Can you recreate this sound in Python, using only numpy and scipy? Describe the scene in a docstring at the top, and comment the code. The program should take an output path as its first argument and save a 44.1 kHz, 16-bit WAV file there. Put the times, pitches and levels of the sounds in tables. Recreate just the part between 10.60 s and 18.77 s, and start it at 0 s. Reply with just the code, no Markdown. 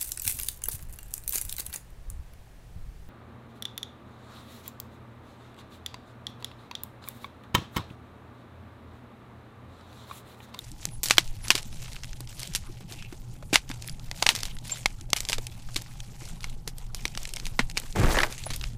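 """A faint rustle of powder comes first, over low room rumble; within a third of a second a piece cracks.
Close to the microphone, in mono, hands snap and crumble soft chalk blocks over a wide tub of chalk rubble.
Shaped noise bursts make cracks, crunches and ticking grit; damped resonances ring the knocks and rubs.
Flickering noise bands rustle as powder, wavering sines squeak; near the end a hand rakes through the heap.
Far behind lie the rumble and hiss of the room and a wavering hum, all of filtered noise."""
import sys
import numpy as np
from scipy import signal
from scipy.io import wavfile
from scipy.ndimage import uniform_filter1d

SR = 44100
rng = np.random.default_rng(int(sys.argv[2]) if len(sys.argv) > 2 else 0)


def voltage_ratio(decibels):
    """Convert decibels (scalar or array-like) to amplitude ratios, 20 dB per decade."""
    exponent = np.asarray(decibels, float) / 20
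    return 10 ** exponent


def unload_audio(sound):
    """Save the sound as a 16-bit wav file, at the path given as the first command line argument."""
    columns = np.transpose(np.atleast_2d(sound))
    # keep every value between -1 and 1, then stretch to whole-number steps
    steps = np.round(np.clip(columns, -1, 1) * 32767)
    wavfile.write(sys.argv[1], SR, steps.astype(np.int16))


N = 360297   # length in samples
GRIP_DB_PER_S, SAG_DB_PER_S = 551.5, 24   # how fast a finger effort rises, and sags while held


def rms_one(x):
    """Scale to rms 1."""
    return x / np.sqrt(np.mean(x ** 2) + 1e-20)


def band(x, low_hz, high_hz, order=2):
    """Butterworth band-pass."""
    edges_hz = [low_hz, min(high_hz, .45 * SR)]
    return signal.sosfilt(signal.butter(order, edges_hz, "band", fs=SR, output="sos"), x)


def resonance(x, hz, width_hz):
    """Two-pole resonance, gain about 1 on top."""
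    r = np.exp(-np.pi * width_hz / SR)
    return signal.lfilter([(1 - r * r) / 2, 0, (r * r - 1) / 2],
                          [1, -2 * r * np.cos(2 * np.pi * hz / SR), r * r], x)


def drift(rate_hz):
    """Slow random wander of rms 1: noise through two equal low-pass poles, drawn every 40 samples."""
    r = np.exp(-80 * np.pi * rate_hz / SR)
    slow = signal.lfilter([1], [1, -2 * r, r * r], rng.standard_normal(N // 40 + 2002))
    slow = rms_one(slow[2000:])   # skip the filter's start
    return np.interp(np.arange(N) / 40, np.arange(len(slow)), slow)


def coloured(spectrum, source, patchy_db):
    """Half-octave bands of two sources in turn, each flickering; typical level 1 from 1500 to 6000 Hz."""
    out, edges = 0, 11.3 * 2 ** np.arange(0, 11.1, .5)
    hz_points, db_points = np.transpose(spectrum)
    for k, (low, high) in enumerate(zip(edges, edges[1:])):
        hz = np.sqrt(low * high)
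        level_db = np.interp(np.log(hz), np.log(hz_points), db_points, left=-90)
        if level_db > -80:
            flicker = voltage_ratio(level_db + patchy_db * drift(18.5))
            out = out + flicker * band(source[k % 2], low, high)
    presence = uniform_filter1d(band(out, 1500, 6000) ** 2, size=441)
    return out / np.sqrt(np.median(presence))


def pushes(rows, rise, sag, fall):
    """Gain of a row of efforts: each rises, sags while held and dies away in dB per second; powers add."""
    t, power = np.arange(0, N + 40, 40) / SR, 0
    for s, held_s, db in rows:
        late = t - s
        rising = rise * np.maximum(-late, 0)
        sagging = sag * np.clip(late, 0, held_s)
        falling = fall * np.maximum(late - held_s, 0)
        power = power + voltage_ratio(db - rising - sagging - falling) ** 2
    return np.interp(np.arange(N) / SR, t, np.sqrt(power))


def tick(burst, hz):
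    """A grain bursting: a millisecond of noise in a wide band, then a faint puff of dust."""
    snap = signal.lfilter([1], [1, -np.exp(-1 / (.0012 * SR))], burst + 1e-18)
    puff = signal.lfilter([1], [1, -np.exp(-1 / (.006 * SR))], burst + 1e-18)
    noise = (snap + 0.091 * puff) * rng.standard_normal(len(burst))
    return band(noise, hz / 2.0, hz * 1.73)


# spectrum of the room far behind the tub: f/Hz, relative level per Hz/dB
ROOM_SPECTRUM = [(11, 8), (22, -1.5), (40, -12), (65, -16), (95, -15), (150, -18.5), (250, -26.5),
                 (480, -38.5), (1150, -41), (2500, -60), (7000, -53), (15500, -57)]
# noisy hum bands of some machine: f/Hz, width/Hz of each of two resonances, rms level/dB
HUM_BANDS = [(117.95, 18.2, -47), (161.4, 24, -56.5), (824, 120, -67)]


def room():
    """Distant rumble and air hiss as patchy noise; each hum is noise through two equal resonances."""
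    air = voltage_ratio(-38.5) * rms_one(coloured(ROOM_SPECTRUM, rng.standard_normal((2, N)), patchy_db=5.5))
    hum = 0
    for hz, width_hz, db in HUM_BANDS:
        narrow = resonance(rng.standard_normal(N), hz, width_hz)
        hum = hum + voltage_ratio(db) * rms_one(resonance(narrow, hz, width_hz))
    return air + hum


# hands and arms shake the tub, hardest when shoving the heap:
# t/s, held/s, rumble level/dB, top of the rumble f/Hz
TUB_SHOVES = [(5.7, 0.94, -37, 28.6), (6.75, 0.7, -36, 28.3), (7.385, 0.052, -21, 169),
              (7.441, 0.13, -22.5, 29), (7.95, 0.11, -31.5, 40.3)]


def shaking():
    """The tub shudders under the hands: low noise from 11.8 Hz up follows each shove."""
    rumble = 0
    for s, held_s, db, top_hz in TUB_SHOVES:
        shudder = rms_one(band(rng.standard_normal(N), 11.8, top_hz))
        rumble = rumble + pushes([(s, held_s, db)], rise=618, sag=9, fall=123) * shudder
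    return rumble


# rubble slides under the raking hand: t/s, held/s, level/dB at the start
RUBBLE_SLIDES = [(7.356, 0.27, -32)]


def rake_effort():
    """Gain of the sliding rubble: it starts abruptly, grows while held, then settles."""
    return pushes(RUBBLE_SLIDES, rise=4000, sag=-11, fall=246)


def raking():
    """Lumps knock and slide over each other: random bumps ring damped modes, the low ones louder."""
    bumps_per_s = 1100
    bumps = (rng.random(N) < bumps_per_s / SR) * rng.standard_normal(N) * voltage_ratio(2.1 * drift(59))
    slide = 0
    for hz in np.geomspace(320, 2200, 12):
        lump = resonance(bumps * rng.standard_normal(N), hz, hz / 6.1)
        slide = slide + lump * (500 / hz) ** 0.73
    return rake_effort() * rms_one(slide)


# smooth faces squeak as they rub: t/s, f/Hz, level/dB before flutter, rise/ms, fall/ms
SMOOTH_SQUEAKS = [(.345, 10300, -45, 31, 19), (.853, 10850, -37.5, 20, 3.5), (3.278, 13180, -37, 3, 5.5),
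                  (3.275, 10800, -44, 12, 11), (3.297, 10100, -44, 2.5, 8), (3.325, 10250, -48, 2.5, 8),
                  (4.122, 7360, -21.5, 6.6, 8.8), (7.861, 10470, -38, 3.3, 21)]


def squeaks():
    """Stick-slip of chalk on chalk: a thin whistle, wavering in pitch and level."""
    out, t = np.zeros(N), np.arange(N) / SR
    waver = np.cumsum(1 + 0.0046 * drift(82)) / SR
    flutter = voltage_ratio(3.5 * drift(88))
    for s, hz, db, rise_ms, fall_ms in SMOOTH_SQUEAKS:
        near = slice(round((s - .1) * SR), round((s + .15) * SR))
        late_ms = (t[near] - s) * 1000
        shape = np.exp(-np.where(late_ms < 0, (late_ms / rise_ms) ** 2, late_ms / fall_ms))
        whistle = np.sin(2 * np.pi * hz * waver[near])
        out[near] += voltage_ratio(db) * shape * flutter[near] * whistle
    return out


# broken faces rub briefly against each other: t/s, held/s, level/dB at the start, f/Hz
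FACE_RUBS = [(2.299, 0.022, -53, 2630), (2.389, 0.057, -50, 2630), (3.86, 0.042, -51, 2980),
             (7.565, 0.083, -36.5, 1490)]


def rubs():
    """Gritty noise gathered in one resonance of the lump."""
    gritty = rng.standard_normal(N) * voltage_ratio(4.4 * drift(70))
    out = 0
    for s, held_s, db, hz in FACE_RUBS:
        effort = pushes([(s, held_s, db)], GRIP_DB_PER_S, SAG_DB_PER_S, fall=400)
        out = out + effort * rms_one(resonance(gritty, hz, hz / 6.2))
    return out


# spectrum of rustling powder: f/Hz, relative level per Hz/dB
RUSTLE_SPECTRUM = [(300, -3), (700, 5.5), (1400, -11.5), (2300, 1.5), (4500, 1), (7300, 1), (11000, -6),
                   (15000, -16.5)]
# the fingers squeeze and grind: t/s, held/s, rustle level/dB at the start
FINGER_SQUEEZES = [(0.0, 0.37, -61.5), (.215, 0.01, -51), (.47, 0.046, -48.5), (.54, 0.023, -49.5),
                   (.65, 0.31, -59.5), (.845, 0.17, -50.5), (1.125, 0.0086, -57), (1.2, 0.17, -53),
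                   (1.44, 0.19, -58.5), (1.7, 0.082, -54), (1.8, 0.023, -48.5), (1.92, 0.35, -59.5),
                   (2.3, 0.036, -54), (2.5, 0.45, -63.5), (2.9, 0.15, -63.5), (3.105, 0.0075, -53.5),
                   (3.22, 0.096, -58), (3.42, 0.12, -62), (3.56, 0.14, -53.5), (3.7, 0.18, -49),
                   (4.055, 0.043, -54), (4.115, 0.01, -45), (4.2, 0.24, -61.5), (4.54, 0.74, -51.5),
                   (4.82, 0.026, -61), (5.105, 0.59, -55.5), (5.61, 0.12, -55), (5.81, 0.077, -59),
                   (6.185, 0.011, -60.5), (6.37, 0.17, -56), (6.6, 0.62, -53.5), (7.17, 0.11, -53.5),
                   (7.72, 0.12, -52.5), (7.86, 0.22, -53.5)]


def crumbling():
    """Powder rustles in clumps; small grains tick at random, in bunches, the coarse ones lower and louder."""
    idle_db, raked_powder_db = -79.5, -14.5   # untouched powder; powder stirred up, below the rubble
    grains_db, grains_per_s = 6, 380   # gain beside the rustle; rate before bunching
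    effort = pushes(FINGER_SQUEEZES, GRIP_DB_PER_S, SAG_DB_PER_S, fall=140) + voltage_ratio(idle_db)
    effort = effort + voltage_ratio(raked_powder_db) * rake_effort()
    clumps = voltage_ratio(0.91 * drift(14.0) + 3.9 * drift(130))
    powder = coloured(RUSTLE_SPECTRUM, rng.standard_normal((2, N)) * clumps, patchy_db=3.3)

    born = rng.random(N) < grains_per_s * voltage_ratio(4.0 * drift(8)) / SR
    sizes = born * voltage_ratio(4 * np.minimum(rng.exponential(1, N), 3))
    pitch_index = rng.integers(0, 8, N)
    grains = 0
    for k, hz in enumerate(np.geomspace(1800, 10000, 8)):
        grains = grains + tick(sizes * (pitch_index == k), hz) * (4000 / hz) ** .7
    return effort * (powder + voltage_ratio(grains_db) * grains)


# the loudest single grains of grit: t/s, peak level/dB, centre f/Hz
GRIT_GRAINS = [(0.1166, -29, 6470), (0.289, -32.5, 4500), (0.485, -17, 6000), (0.571, -21, 2790),
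               (0.677, -29.5, 4870), (1.029, -26, 4300), (1.2184, -36, 5500), (1.226, -29.5, 4770),
               (1.2593, -31, 2600), (1.332, -28.5, 5140), (1.364, -27, 2510), (1.435, -24, 3330),
               (1.444, -24.5, 3230), (1.531, -29.5, 3300), (1.6058, -26.5, 6900), (1.674, -31, 4000),
               (1.7945, -25.5, 5530), (1.801, -24, 6100), (1.815, -42, 5340), (1.874, -24.5, 5570),
               (1.9374, -21.5, 4670), (1.959, -14.5, 5940), (2.323, -25.5, 3520), (2.4242, -28.5, 2830),
               (3.092, -27, 4960), (3.114, -22, 2650), (3.223, -24.5, 4750), (3.2764, -22.5, 8140),
               (3.2856, -24.5, 2240), (3.2958, -24.5, 4180), (3.3963, -31, 3850), (3.789, -28, 4000),
               (3.805, -23.5, 3170), (3.883, -31, 3300), (3.9677, -34, 3300), (3.987, -29.5, 4440),
               (4.079, -27, 7500), (4.096, -24, 2820), (4.145, -33, 3200), (4.159, -35, 5000),
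               (4.173, -31, 6000), (4.185, -40, 4000), (4.2313, -37, 4000), (4.4107, -30, 4170),
               (4.503, -27.5, 5070), (4.783, -19, 4230), (4.8683, -20, 5150), (5.1445, -27, 5000),
               (5.22, -23.5, 7150), (5.4034, -25, 4540), (5.8067, -30, 3840), (5.832, -28, 3470),
               (6.183, -27, 6000), (6.479, -25, 4020), (6.551, -25, 3400), (6.6316, -21, 6200),
               (6.653, -19.5, 3600), (6.691, -26.5, 5700), (6.737, -19.5, 5300), (6.762, -20, 4700),
               (6.799, -24, 3770), (6.855, -20.5, 4830), (7.0988, -24, 4300), (7.113, -27.5, 4120),
               (7.199, -21.5, 6830), (7.326, -28.5, 4600), (7.725, -22.5, 4270), (7.78, -28, 4900),
               (7.8382, -21.5, 4150), (7.962, -20.5, 8600), (8.0125, -24, 3020), (8.0397, -20, 2700)]


def grit():
    """Single grains burst, each a short tick of noise around its own pitch."""
    out, burst = np.zeros(N + 2048), np.arange(2048) == 0
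    for s, peak_db, hz in GRIT_GRAINS:
        one, at = tick(burst, hz), round(s * SR)
        out[at:at + 2048] += voltage_ratio(peak_db) * one / np.abs(one).max()
    return out[:N]


# dull knocks of lumps against hand, heap or tub: t/s, peak level/dB, f/Hz
LUMP_KNOCKS = [(0.582, -21, 332), (0.905, -19, 940), (0.95, -24, 350), (1.605, -33, 320),
               (2.207, -35.5, 211), (2.313, -34.5, 347), (2.525, -30, 358), (2.826, -34, 566),
               (2.929, -14, 290), (3.1, -26, 272), (3.624, -15, 790), (3.663, -17.5, 740),
               (3.691, -22, 870), (4.534, -28.5, 824), (4.697, -25.5, 513), (4.782, -25, 340),
               (5.088, -35, 1090), (5.161, -28.5, 338), (5.618, -35.5, 344), (6.075, -28.5, 328),
               (6.454, -29.5, 320), (6.994, -17.5, 246), (7.234, -33, 284), (7.572, -14, 507),
               (7.866, -24.5, 635), (7.905, -24, 210)]


def knocks():
    """A soft blow rings a damped low mode for a few cycles, with a scratchy top."""
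    out, t = np.zeros(N + 4096), np.arange(4096) / SR
    for s, peak_db, hz in LUMP_KNOCKS:
        blow = rng.standard_normal(4096) * voltage_ratio(-60 * t / 0.039)
        blow[0] += 4.0
        ring = resonance(blow, hz, hz / 2.9) + 0.08 * band(blow, hz, 2700, order=1)
        at = round(s * SR)
        out[at:at + 4096] += voltage_ratio(peak_db) * ring / np.abs(ring).max()
    return out[:N]


# chunks crunched in the heap as the raking hand closes: t/s, peak level/dB, f/Hz
HEAP_CRUNCHES = [(7.557, -18, 1720), (7.569, -12.5, 1700), (7.587, -10, 1720), (7.603, -12.5, 1800)]


def crunches():
    """A chunk gives way in a few uneven breaks that ring its own pitch, with a broad crackle around it."""
    ring_q, t60_s = 8, 0.019
    out, t = np.zeros(N + 4096), np.arange(4096) / SR
    for s, peak_db, hz in HEAP_CRUNCHES:
        uneven_db = 1.8 * rms_one(band(rng.standard_normal(4096), 100, 500))
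        breaks = rng.standard_normal(4096) * voltage_ratio(uneven_db - 60 * t / t60_s)
        ring = resonance(breaks, hz, hz / ring_q) + 0.13 * band(breaks, hz / 2, hz * 2)
        at = round(s * SR)
        out[at:at + 4096] += voltage_ratio(peak_db) * ring / np.abs(ring).max()
    return out[:N]


# resonances of chalk and tub that colour every crack: f/Hz before a small random shift, width/Hz, level/dB
CHALK_BODY = [(870, 390, 1), (2163, 192, 0), (6200, 3600, -12)]
# cracks close to the microphone: t/s, snap peak level/dB before clipping, centre f/Hz,
# level/dB of the crumb shower relative to that peak
CHALK_CRACKS = [(0.2541, -7.5, 7040, -48), (0.4328, -9, 8100, -14), (0.4388, -12, 7400, -21),
                (0.458, -11, 5430, -15), (0.499, -12, 5350, -14), (0.5087, 3, 3520, -22.5),
                (0.582, 7, 3340, -28), (0.883, -11.5, 6500, -29), (0.9043, 4, 3560, -22.5),
                (0.916, -10, 3650, -35), (0.9532, -5, 4320, -20), (0.9782, -21.5, 3730, -8.5),
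                (1.8318, -16, 5360, -30), (1.95, -7.5, 5250, -16.5), (2.933, -11.5, 3080, -9.5),
                (2.9417, -8.5, 3440, -8), (2.957, 3.5, 3340, -25.5), (3.514, -14.5, 4100, -45),
                (3.6258, -3, 4200, -27), (3.6657, 2, 3550, -26.5), (3.69, 0.5, 3660, -17.5),
                (3.751, -12, 5060, -18), (3.762, -12.5, 5660, -43), (3.833, -8.5, 5330, -43),
                (3.854, -17.5, 4570, -19), (4.2587, -2, 2870, -36), (4.532, 3, 4330, -51),
                (4.5633, -16, 4400, -8.5), (4.6053, -9.5, 5800, -29), (4.6516, -17, 4740, -41),
                (4.688, -10, 5100, -22), (4.6974, -11, 4670, -19), (4.7209, -13, 4660, -30),
                (4.73, -8.5, 3720, -17.5), (5.1604, -16, 4550, -13.5), (5.1637, -10.5, 4530, -25),
                (5.8425, -16.5, 3400, -26), (6.077, -13.5, 5150, -22.5), (6.3469, -14.5, 5920, -25),
                (6.4539, -10, 3700, -29), (6.575, -13.5, 3900, -28), (6.769, -19.5, 3250, -29),
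                (6.867, -17, 4380, -21), (6.992, -7.5, 2130, -16), (7.1721, -11, 3600, -17.5),
                (7.1767, -8, 5500, -44), (7.6327, -8, 1910, -21), (7.9034, -26, 3230, -5.5),
                (7.935, -31.5, 4100, 0)]


def cracks():
    """A snap, then a dying spray of smaller breaks banded by the piece's size; then crumbs shower down."""
    fall_db_per_cycle, fall_spread_db = 1.72, -0.97   # big low pieces keep breaking longer; chance per crack
    push_db, push_ms, shower_t60_s = -26.5, 0.46, 0.085
    out, t = np.zeros(N + 4096), np.arange(4096) / SR
    # the halves jerk apart: a short push of air under each crack
    jerk = t * 1000 / push_ms
    push = voltage_ratio(push_db) * jerk * (2 - jerk) * np.exp(1 - jerk)
    for s, peak_db, hz, shower_db in CHALK_CRACKS:
        noise = rng.standard_normal((3, 4096))
        fall = fall_db_per_cycle * voltage_ratio(fall_spread_db * noise[2, 0])
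        spray = noise[0] * voltage_ratio(-fall * hz * t) * (1 - np.exp(-t / .0004))
        spray[3] += 3.9 * np.sign(noise[0, 3])   # the first break
        snap = band(spray, hz / 1.636, hz * 1.225, order=1)
        snap = 0.61 * band(snap, 83, hz * 3.27, order=1)
        direct = band(band(spray, hz / 1.636, hz * 1.225, order=1), 83, hz * 3.27, order=1)
        shift = voltage_ratio(0.25 * noise[2, 1])
        for body_hz, width_hz, db in CHALK_BODY:
            snap = snap + voltage_ratio(db) * resonance(direct, body_hz * shift, width_hz)
        snap /= np.abs(snap).max()

        uneven = voltage_ratio(3 * rms_one(band(noise[2], 60, 400)))
        crumbs = band(noise[1] * uneven, hz / 2.23, hz * 2.0, order=1)
        crumbs = rms_one(band(crumbs, 140, hz * 2.1, order=1))
        shower = crumbs * voltage_ratio(shower_db - 60 * t / shower_t60_s)
        at = round(s * SR)
        out[at:at + 4096] += voltage_ratio(peak_db) * (snap + shower + push)
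    return out[:N]


def scene():
    """Everything in the tub is close and dry, in one channel, over the distant room."""
    background = room() + shaking() + raking()
    fingers = squeaks() + rubs() + crumbling() + grit()
    return (background + fingers + knocks() + crunches() + cracks())[None]


def top_cut(x):
    """Nothing passes above the cut-off."""
    return signal.sosfilt(signal.butter(12, 16620, fs=SR, output="sos"), x)


def record(dry):
    """The microphone signal clips where the loudest cracks pass full scale; a steep low-pass cuts the top."""
    low_pass = signal.cheby2(14, 30, 15600, fs=SR, output="sos")
    mix = signal.sosfilt(low_pass, np.clip(dry, -1, 1))
    return top_cut(mix)


dry = scene()
out = record(dry)
unload_audio(out)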